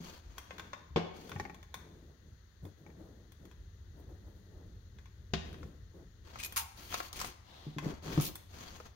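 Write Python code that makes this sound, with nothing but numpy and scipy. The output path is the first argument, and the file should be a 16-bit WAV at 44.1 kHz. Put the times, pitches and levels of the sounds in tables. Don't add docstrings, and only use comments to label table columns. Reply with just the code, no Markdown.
import sys
import numpy as np
from scipy import signal
from scipy.fft import rfft, irfft, next_fast_len
from scipy.io import wavfile

SR = 44100
rng = np.random.default_rng(int(sys.argv[2]) if len(sys.argv) > 2 else 0)


def to_wav(s):
    ch = np.atleast_2d(s).T
    pcm = np.round(np.clip(ch, -1, 1) * 32767)
    wavfile.write(sys.argv[1], SR, pcm.astype(np.int16))


N = 394694
TIME = np.arange(N) / SR


def amp(db):
    return 10 ** (np.asarray(db) / 20)


def evened(x):
    return x / np.sqrt(np.mean(x ** 2) + 1e-20)


def read(points, hz):
    f, value = np.transpose(points)
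    return np.interp(np.log(hz + 1), np.log(f + 1), value)


def add(mix, start_s, sound):
    part = mix[:, max(round(start_s * SR), 0):][:, :sound.shape[1]]
    part += sound[:, :part.shape[1]]


# pitch_hz, likeness (1 = identical)
LIKENESS = [(60, 0.97), (150, 0.96), (300, 0.97), (640, 0.42), (1400, 0.11)]


def noise(spectrum, size=N, grain_db=0):
    hz = np.fft.rfftfreq(size, 1 / SR)
    grain_levels = grain_db * np.minimum(rng.exponential(1, size // 32 + 1), 3)
    grains = amp(grain_levels).repeat(32)[:size]
    left, other = rfft(rng.standard_normal((2, size)) * grains)
    same = np.clip(read(LIKENESS, hz), -1, 1)
    right = same * left + np.sqrt(1 - same ** 2) * other
    return evened(irfft(np.array([left, right]) * amp(read(spectrum, hz)), size))


def ring(modes, t, detune=0):
    hz, db, t60 = np.transpose(modes)[:, :, None]
    hz = hz * (1 + detune * rng.standard_normal(hz.shape))
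    phase = np.arccos(np.clip(read(LIKENESS, hz), -1, 1)) * rng.choice([-1, 1], hz.shape) / 2
    envelope = amp(db - 60 * t / t60)
    return np.array([(envelope * np.sin(2 * np.pi * hz * t + side * phase)).sum(0) for side in (1, -1)])


def tint(x, db_at):
    size = next_fast_len(x.shape[1] + 1024)
    gain = amp(db_at(np.fft.rfftfreq(size, 1 / SR)))
    return irfft(rfft(x, size) * gain, size)[:, :x.shape[1]]


def waver(per_s):
    return np.interp(TIME * per_s, np.arange(4000), rng.standard_normal(4000))


def swell(start_s, end_s, skew=0.66):
    return np.sin(np.pi * np.clip((TIME - start_s) / (end_s - start_s), 0, 1) ** skew)


def from_left(x, lag_s):
    return np.array([x[0], np.roll(x[1], round(lag_s * SR))])


def tap(db, edge_db, fizz_db, modes, pitch, crack_db, crack_t60, detune):
    t = TIME[:4096]
    crack = noise([(400, -8), (1000, 0.0), (4000, -3), (15000, -1.5)], size=len(t))
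    crack = crack * amp(crack_db - 60 * t / crack_t60)
    hit = ring(np.multiply(modes, [pitch, 1, 1]), t, detune) + crack
    shaped = np.zeros_like(hit)
    for low_hz, high_hz, share_db in [(300, 2800, 0), (2800, 6900, edge_db), (8000, 16000, fizz_db)]:
        band = signal.butter(6, (low_hz, high_hz), "band", fs=SR, output="sos")
        shaped += amp(share_db) * evened(signal.sosfilt(band, hit))
    return amp(db) * shaped


# pitch_hz, level_db (per Hz)
HISS_LEFT = [(300, -104), (700, -111), (1400, -102), (1950, -100), (2300, -114), (3400, -105), (4300, -104),
             (5200, -112), (6750, -104), (7300, -129), (15000, -122)]
HISS_RIGHT = [(300, -104), (1600, -118), (5500, -125), (8000, -128), (15000, -120)]


def hiss():
    white = rng.standard_normal((2, N)) * np.sqrt(SR / 2)
    return tint(white, lambda hz: np.array([read(HISS_LEFT, hz), read(HISS_RIGHT, hz)]))


# pitch_hz, t60_s
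ROOM_T60 = [(100, 0.2), (700, 0.8), (4000, 0.66), (15000, 0.37)]


def room(x, early_db, tail_db, early_t60=0.067):
    hz, t, cells = signal.stft(rng.standard_normal((2, SR)), SR, nperseg=256)
    fading = cells * amp(-60 * t / read(ROOM_T60, hz)[:, None])
    tail = signal.istft(fading, SR, nperseg=256)[1][:, :SR]
    t = TIME[:SR]
    tail = tail * np.clip(t / 0.0051 - .5, 0, 1)
    sparse = rng.standard_normal((2, SR)) * (rng.random((2, SR)) < 1500 / SR)
    early = sparse * (t > .002) * amp(-60 * t / early_t60)
    echoes = (amp(early_db) * evened(early) + amp(tail_db) * evened(tail)) / np.sqrt(SR)
    return x + signal.fftconvolve(x, echoes, axes=1)[:, :N]


# start_s, level_db
EFFORT = [(0.0, -62), (1.22, -60), (2.59, -61), (4.06, -53), (5.43, -54.5), (6.5, -57), (7.6, -61),
          (8.1, -57), (8.95, -59)]
# (per Hz, relative)
RUMBLE = [(18, -17), (42, 9), (78, 16), (125, 4), (180, -59)]
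FLUTTER = [(80, -61), (125, -8.5), (165, -2.5), (260, -12.5), (420, -13), (1500, -49)]
# start_s, end_s, level_db, flutter_db (wires above that level)
KNEADS = [(0.482, 0.93, -69, 7.5), (1.14, 1.643, -60.5, 8.5), (1.697, 2.365, -67.5, 4.5),
          (2.618, 2.747, -62.5, 3.5), (2.77, 3.378, -61.5, 0.5), (3.38, 3.573, -65, 3),
          (3.93, 4.3, -63, -6), (4.21, 4.45, -62.5, -6.5), (4.423, 4.84, -65.5, -5),
          (5.417, 5.805, -65.5, 10), (5.933, 6.095, -63, 1), (7.819, 7.954, -50, 5),
          (8.026, 8.331, -57.5, 15)]


def strain(rumble_db=2, flutter_db=-12, tremor_db=2):
    effort = amp(np.interp(TIME, *np.transpose(EFFORT)))
    squeezes = sum(amp(db + above_db) * swell(start, end) for start, end, db, above_db in KNEADS)
    rumble = noise(RUMBLE) * effort * amp(rumble_db)
    flutter = noise(FLUTTER) * (effort * amp(flutter_db) + squeezes)
    return (rumble + flutter) * amp(tremor_db * waver(per_s=21))


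# (per Hz, relative)
KNEAD = [(130, -33), (300, 4), (450, -3.5), (700, -9), (1200, -19.5), (4000, -48)]
# (per Hz, relative)
FIZZ = [(5000, -30), (8000, -5), (15500, 2)]


def kneads(grain_db=3, grip_db=4.5, fizz_db=-19, fizz_catch_db=4):
    pressure = sum(amp(db) * swell(start, end) for start, end, db, _ in KNEADS)
    fizz = noise(FIZZ, grain_db=grain_db) * amp(fizz_db + fizz_catch_db * waver(per_s=11))
    return (noise(KNEAD, grain_db=grain_db) + fizz) * pressure * amp(grip_db * waver(per_s=18))


def crackle(per_s=170, spread_db=5, low_hz=1000, high_hz=6500, cycles=22, count=12):
    out = np.zeros((2, N))
    for hz in np.geomspace(low_hz, high_hz, count):
        strengths = amp(spread_db * np.minimum(rng.exponential(1, N), 3))
        snags = (rng.random(N) < per_s / count / SR) * strengths
        flick = evened(ring([(hz, 0, cycles / hz)], TIME[:1024]))
        out += signal.oaconvolve(snags[None], flick, axes=1)[:, :N]
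    return evened(out)


# pitch_hz, half_width_hz (6 dB down), level_db (against the plain friction)
STREAKS = [(1115, 196, -7.5), (3280, 230, -5), (4490, 230, 3), (6460, 370, 4)]


def streaks(rub, drift_db=4):
    out = np.zeros((2, N))
    for f, half_width, db in STREAKS:
        streak = tint(rub, lambda hz: db - 20 * np.log10(1 + ((hz - f) / half_width) ** 2))
        out += streak * amp(drift_db * waver(per_s=22))
    return out


# start_s, end_s, level_db, fizz_db
SLIDES = [(0, 0.217, -55.5, -10), (0.167, 0.936, -64, -18), (1.132, 1.545, -62.5, -8),
          (6.236, 6.666, -57.5, -17.5), (6.757, 6.967, -60, -0.5), (6.894, 7.11, -53.5, 2),
          (7.13, 7.35, -52.5, -7), (7.807, 8.008, -50, -26), (8.02, 8.328, -47, -13),
          (8.492, 8.934, -54.5, -12.5)]
# (per Hz, relative)
SLIDE = [(150, 4.5), (350, 0.5), (1300, -5), (2500, -8), (6500, -14), (8500, -24)]


def slides(trim_db=2, grain_db=3, catch_db=2.5, crackle_db=-14, edge_share=0.55, even_fizz_db=-10):
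    rub, fizz = noise(SLIDE, grain_db=grain_db), noise(FIZZ, grain_db=grain_db)
    body = tint(rub, lambda hz: read([(1200, 0.5), (3500, -13)], hz))
    edge = rub - body + streaks(rub) + amp(crackle_db) * crackle()
    out = np.zeros((2, N))
    for start, end, db, fizz_db in SLIDES:
        edge_gain = amp(edge_share * (fizz_db - even_fizz_db))
        out += amp(db) * swell(start, end) * (body + edge_gain * edge + amp(fizz_db) * fizz)
    return out * amp(trim_db + catch_db * waver(per_s=90))


# (per Hz, relative)
SCRAPE = [(500, -1.5), (850, 2), (1400, -7), (2600, -9.5), (3600, -1.5), (8500, -25)]


def scrape(start_s=7.44, end_s=7.85, level_db=-57.5, grain_db=2):
    return amp(level_db) * noise(SCRAPE, grain_db=grain_db) * swell(start_s, end_s)


# start_s, level_db, pitch_hz
BUMPS = [(0.003, -41.5, 171), (0.26, -40, 52), (0.905, -38.5, 68.6), (1.354, -35.5, 93),
         (2.63, -39.5, 92.6), (7.667, -33.5, 151), (7.764, -33.5, 151), (7.860, -25, 150),
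         (8.176, -15, 158), (8.188, -17.5, 137)]
# pitch_hz, level_db, t60_s
STAND = [(213.3, -14, 0.21), (288, -11.5, 0.19)]
BUMP_T60_S, BUMP_DB, DAMPING_DB = 0.14, -27.5, 12


def bumps(rise_s=0.00092, thud_db=-12, full_ring_hz=150):
    out, t = np.zeros((2, N)), TIME[:16384]
    for s, db, hz in BUMPS:
        t60 = BUMP_T60_S * 2 ** ((BUMP_DB - db) / DAMPING_DB)
        thud = noise([(hz / 2, -20), (hz, 0), (2 * hz, -3), (4 * hz, -22), (30 * hz, -65)], size=len(t))
        thud = thud * amp(thud_db - 60 * t / t60)
        stand = min(hz / full_ring_hz, 1) ** 2 * ring(STAND, t)
        push = (ring([(hz, 0, t60)], t) + stand + thud) * (1 - np.exp(-t / rise_s))
        low_cut = signal.butter(2, 0.7 * hz, "high", fs=SR, output="sos")
        add(out, s, amp(db) * signal.sosfilt(low_cut, push))
    return out


def hollow_note(t, start_hz=1100, end_hz=820, fall_s=0.035, width_hz=130):
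    hz = end_hz + (start_hz - end_hz) * np.exp(-t / fall_s)
    low_pass = signal.butter(2, width_hz / 2, fs=SR, output="sos")
    blur = signal.sosfilt(low_pass, rng.standard_normal((2, SR)))[:, -len(t):]
    turn = 2 * np.pi * np.cumsum(hz) / SR
    return evened(blur[0] * np.cos(turn) + blur[1] * np.sin(turn))


# start_s, level_db, hold_s, hollowness_db, treble_db, pitch (factor on the gap's resonances)
BRUSHES = [(6.386, -48, 0.025, -6, -4, 0.94), (6.429, -45, 0.017, -9, 2, 0.87),
           (6.5605, -36, 0.032, 6, 11, 1.1), (6.566, -33.5, 0.0074, 7, 7, 1),
           (6.921, -47, 0.031, 3, -13, 1.12), (7.157, -48.5, 0.01, -3, 3.5, 1.04),
           (7.189, -46, 0.034, 2, 3, 0.88), (7.245, -50, 0.024, 3, 7, 0.97),
           (8.209, -41.5, 0.033, -19, 10, 1.2), (8.250, -40, 0.021, -16, 10, 1.57)]
# (per Hz, relative)
BRUSH = [(470, -22), (800, -13), (2300, -0.5), (6500, -5.5), (7600, -13), (10000, -15.5), (15500, -11)]
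# pitch_hz, width_hz, lift_db
GAP = [(1210, 140, 6), (2450, 660, 4), (6630, 220, 7), (8700, 540, 11.5), (9600, 250, 11),
       (11000, 640, 9.5), (13080, 160, 7)]
BRUSH_RISE_S, BRUSH_T60_S, BRUSH_HOLD_S = 0.0013, 0.098, 0.016


def brushes(grain_db=3, trim_db=1, hollow_db=-17, hollow_t60=0.34, catch_db=1.5):
    out, t = np.zeros((2, N)), TIME[:12288]
    for s, db, hold, cupped_db, treble_db, pitch in BRUSHES:
        colour = [(1400, cupped_db), (2600, 0), (10000, treble_db)]

        def gap_db(hz):
            lifts = sum(lift / (1 + (2 * (hz - f * pitch) / width) ** 2) for f, width, lift in GAP)
            return read(colour, hz) + lifts

        fibres = tint(noise(BRUSH, size=len(t), grain_db=grain_db), gap_db)
        t60 = BRUSH_T60_S * np.sqrt(hold / BRUSH_HOLD_S)
        stroke = evened(fibres) * amp(-60 * np.maximum(t - BRUSH_RISE_S - hold, 0) / t60)
        hollow = hollow_note(t) * amp(hollow_db + cupped_db - 60 * t / hollow_t60)
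        add(out, s, amp(db + trim_db) * (stroke + hollow) * np.minimum(t / BRUSH_RISE_S, 1))
    return out * amp(catch_db * waver(per_s=190))


# start_s, level_db, brightness_db
CLICKS = [(6.357, -45, -24), (6.925, -43.5, -25), (6.9419, -33.5, -12), (7.0027, -35, -28),
          (7.1287, -49, 0), (7.2007, -43.5, -5), (7.214, -38, -9), (7.245, -40, -15), (8.1765, -39.5, -23),
          (8.1991, -40, -13)]
# pitch_hz, level_db, t60_s
HOUSING = [(770, -5.5, 0.038), (1120, 0, 0.03), (1308, -2.5, 0.027), (2905, -6, 0.02), (5450, -7, 0.012)]
# start_s, level_db, brightness_db, pitch (factor on the modes)
SKIPS = [(6.3997, -44, -9, 1.02), (6.4344, -40.5, -3, 1), (6.447, -41.5, 1, 1), (6.4598, -43.5, -3, 1),
         (8.21, -49.5, 9.5, 0.94), (8.22, -55, 11, 0.945)]
# pitch_hz, level_db, t60_s
SKIP = [(2467, 8, 0.038), (6740, -6, 0.041), (8820, -6.5, 0.062), (11630, 0.5, 0.06), (14900, -1, 0.068)]


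def cuff(click_db=-11, skip_db=-11, click_edge_db=4, click_edge_share=0.67, skip_edge_db=-1, skip_edge_share=0.57):
    out = np.zeros((2, N))
    for s, db, bright_db in CLICKS:
        edge_db = click_edge_db + click_edge_share * bright_db
        add(out, s, tap(db + click_db, edge_db, bright_db, HOUSING, 0.99,
                        crack_db=4.5, crack_t60=0.035, detune=0.045))
    for s, db, bright_db, pitch in SKIPS:
        edge_db = skip_edge_db + skip_edge_share * bright_db
        add(out, s, tap(db + skip_db, edge_db, bright_db, SKIP, pitch,
                        crack_db=0.0, crack_t60=0.022, detune=0.004))
    return out


# start_s, level_db, brightness_db
WIRE_TAPS = [(0.3814, -45, -7.5), (0.5075, -45, -46), (0.582, -49, -16), (0.596, -43.5, -20),
             (0.732, -41, -30), (1.294, -53, -6), (1.3172, -44, -28), (1.545, -57, -10),
             (1.629, -57.5, -11), (1.7419, -43.5, -9), (2.652, -61.5, -7.5), (3.32, -65, -1),
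             (3.453, -64, -5.5), (3.513, -61.5, -15), (4.986, -59.5, -18), (5.057, -61.5, -18),
             (5.529, -61, -7), (5.543, -55, -24), (6.5232, -52, 1), (7.7842, -39.5, -19),
             (8.355, -52.5, 5.5)]
# pitch_hz, level_db, t60_s
WIRE = [(1136, -7, 0.057), (1670, -3, 0.014), (2050, -11, 0.025), (3597, 9.5, 0.017), (6640, -0.5, 0.024)]


def wire_taps(trim_db=-10, edge_db=0, edge_share=0.32):
    out = np.zeros((2, N))
    for s, db, bright_db in WIRE_TAPS:
        add(out, s, tap(db + trim_db, edge_db + edge_share * bright_db, bright_db, WIRE, 0.96,
                        crack_db=7.5, crack_t60=0.041, detune=0.031))
    return out


# start_s, level_db, brightness_db, pitch (factor on the modes)
CLACKS = [(1.361, -43.5, -42, 0.98), (1.398, -35, -29, 0.99), (1.4518, -42.5, -40, 0.94),
          (1.497, -46.5, -36, 1), (2.864, -56, -32, 1), (2.902, -62, -34, 1), (5.630, -49.5, -28, 0.58),
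          (8.801, -46, -32, 0.55)]
# pitch_hz, level_db, t60_s
PLASTIC = [(409, -5, 0.088), (853, 5.5, 0.039), (1122, -4, 0.04), (1882, 3, 0.03), (2280, 2, 0.022),
           (6240, -5, .03)]


def clacks(trim_db=-11, edge_db=6, edge_share=0.69):
    out = np.zeros((2, N))
    for s, db, bright_db, pitch in CLACKS:
        add(out, s, tap(db + trim_db, edge_db + edge_share * bright_db, bright_db, PLASTIC, pitch,
                        crack_db=5.5, crack_t60=0.047, detune=0.009))
    return out


def snap(start_s, modes, crack, ring_db, crack_db, crack_t60, rise_s=0.00051):
    out, t = np.zeros((2, N)), TIME[:16384]
    burst = noise(crack, size=len(t)) * amp(crack_db - 60 * t / crack_t60)
    blow = amp(ring_db) * ring(modes, t) + burst
    add(out, start_s, blow * (1 - np.exp(-(t / rise_s) ** 2)))
    return out


# pitch_hz, level_db, t60_s
BOX = [(92, -8, 0.44), (169.4, 2, 0.35), (219.4, -1, 0.21), (395.5, 4, 0.11), (648, -7, 0.11),
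       (713, -7, 0.13), (444, -2, 0.22), (1090, -2, 0.09), (2244, -1, 0.045), (3420, -4, 0.08)]
# (per Hz, relative)
BOX_CRACK = [(80, -5), (450, 13), (1500, -4), (3200, -6), (6500, -19), (9000, -39.5)]


def box_knock():
    return snap(0.96, BOX, BOX_CRACK, ring_db=-32.5, crack_db=-25.5, crack_t60=0.14)


# pitch_hz, level_db, t60_s
LEVER = [(75.8, -7.5, 0.43), (165.2, -0.5, 0.21), (209, -2.5, 0.14), (380, -6.5, 0.16), (678, -2, 0.06),
         (1058, -4.5, 0.056), (1700, -8.5, 0.043), (2770, -12, 0.038), (2770, -22, 0.3), (3240, -19, 0.3),
         (3670, -19, 0.27)]
# (per Hz, relative)
LEVER_CRACK = [(80, 4), (250, 4), (600, -10), (3400, -3), (6500, -12), (9000, -36)]


def lever_snap():
    return snap(5.3355, LEVER, LEVER_CRACK, ring_db=-30.5, crack_db=-27.5, crack_t60=0.062)


# pitch_hz, level_db (gain of left minus right)
LEAN = [(60, 0.5), (700, 4), (1300, 4), (2400, 5), (6500, 6), (8000, -0.5), (15000, -5)]


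def scene():
    wall = room(wire_taps(), early_db=-9.0, tail_db=-7)
    wall += room(clacks(), early_db=-8, tail_db=-13)
    wall += room(box_knock() + lever_snap(), early_db=-15.5, tail_db=-7.5)
    sleeve = from_left(brushes() + cuff() + slides() + scrape(), lag_s=.0003)
    near = room(sleeve, early_db=-10.0, tail_db=-13.5)
    near += room(bumps(), early_db=-22, tail_db=-10)
    near += strain() + kneads()
    sound = from_left(wall + near, lag_s=.00006)
    return tint(sound, lambda hz: np.outer([.5, -.5], read(LEAN, hz))) + hiss()


def record(dry, edge_hz=15850):
    low_pass = signal.firwin(511, edge_hz, window=("kaiser", 9), fs=SR)
    return signal.oaconvolve(dry, low_pass[None], "same")


dry = scene()
out = record(dry)
to_wav(out)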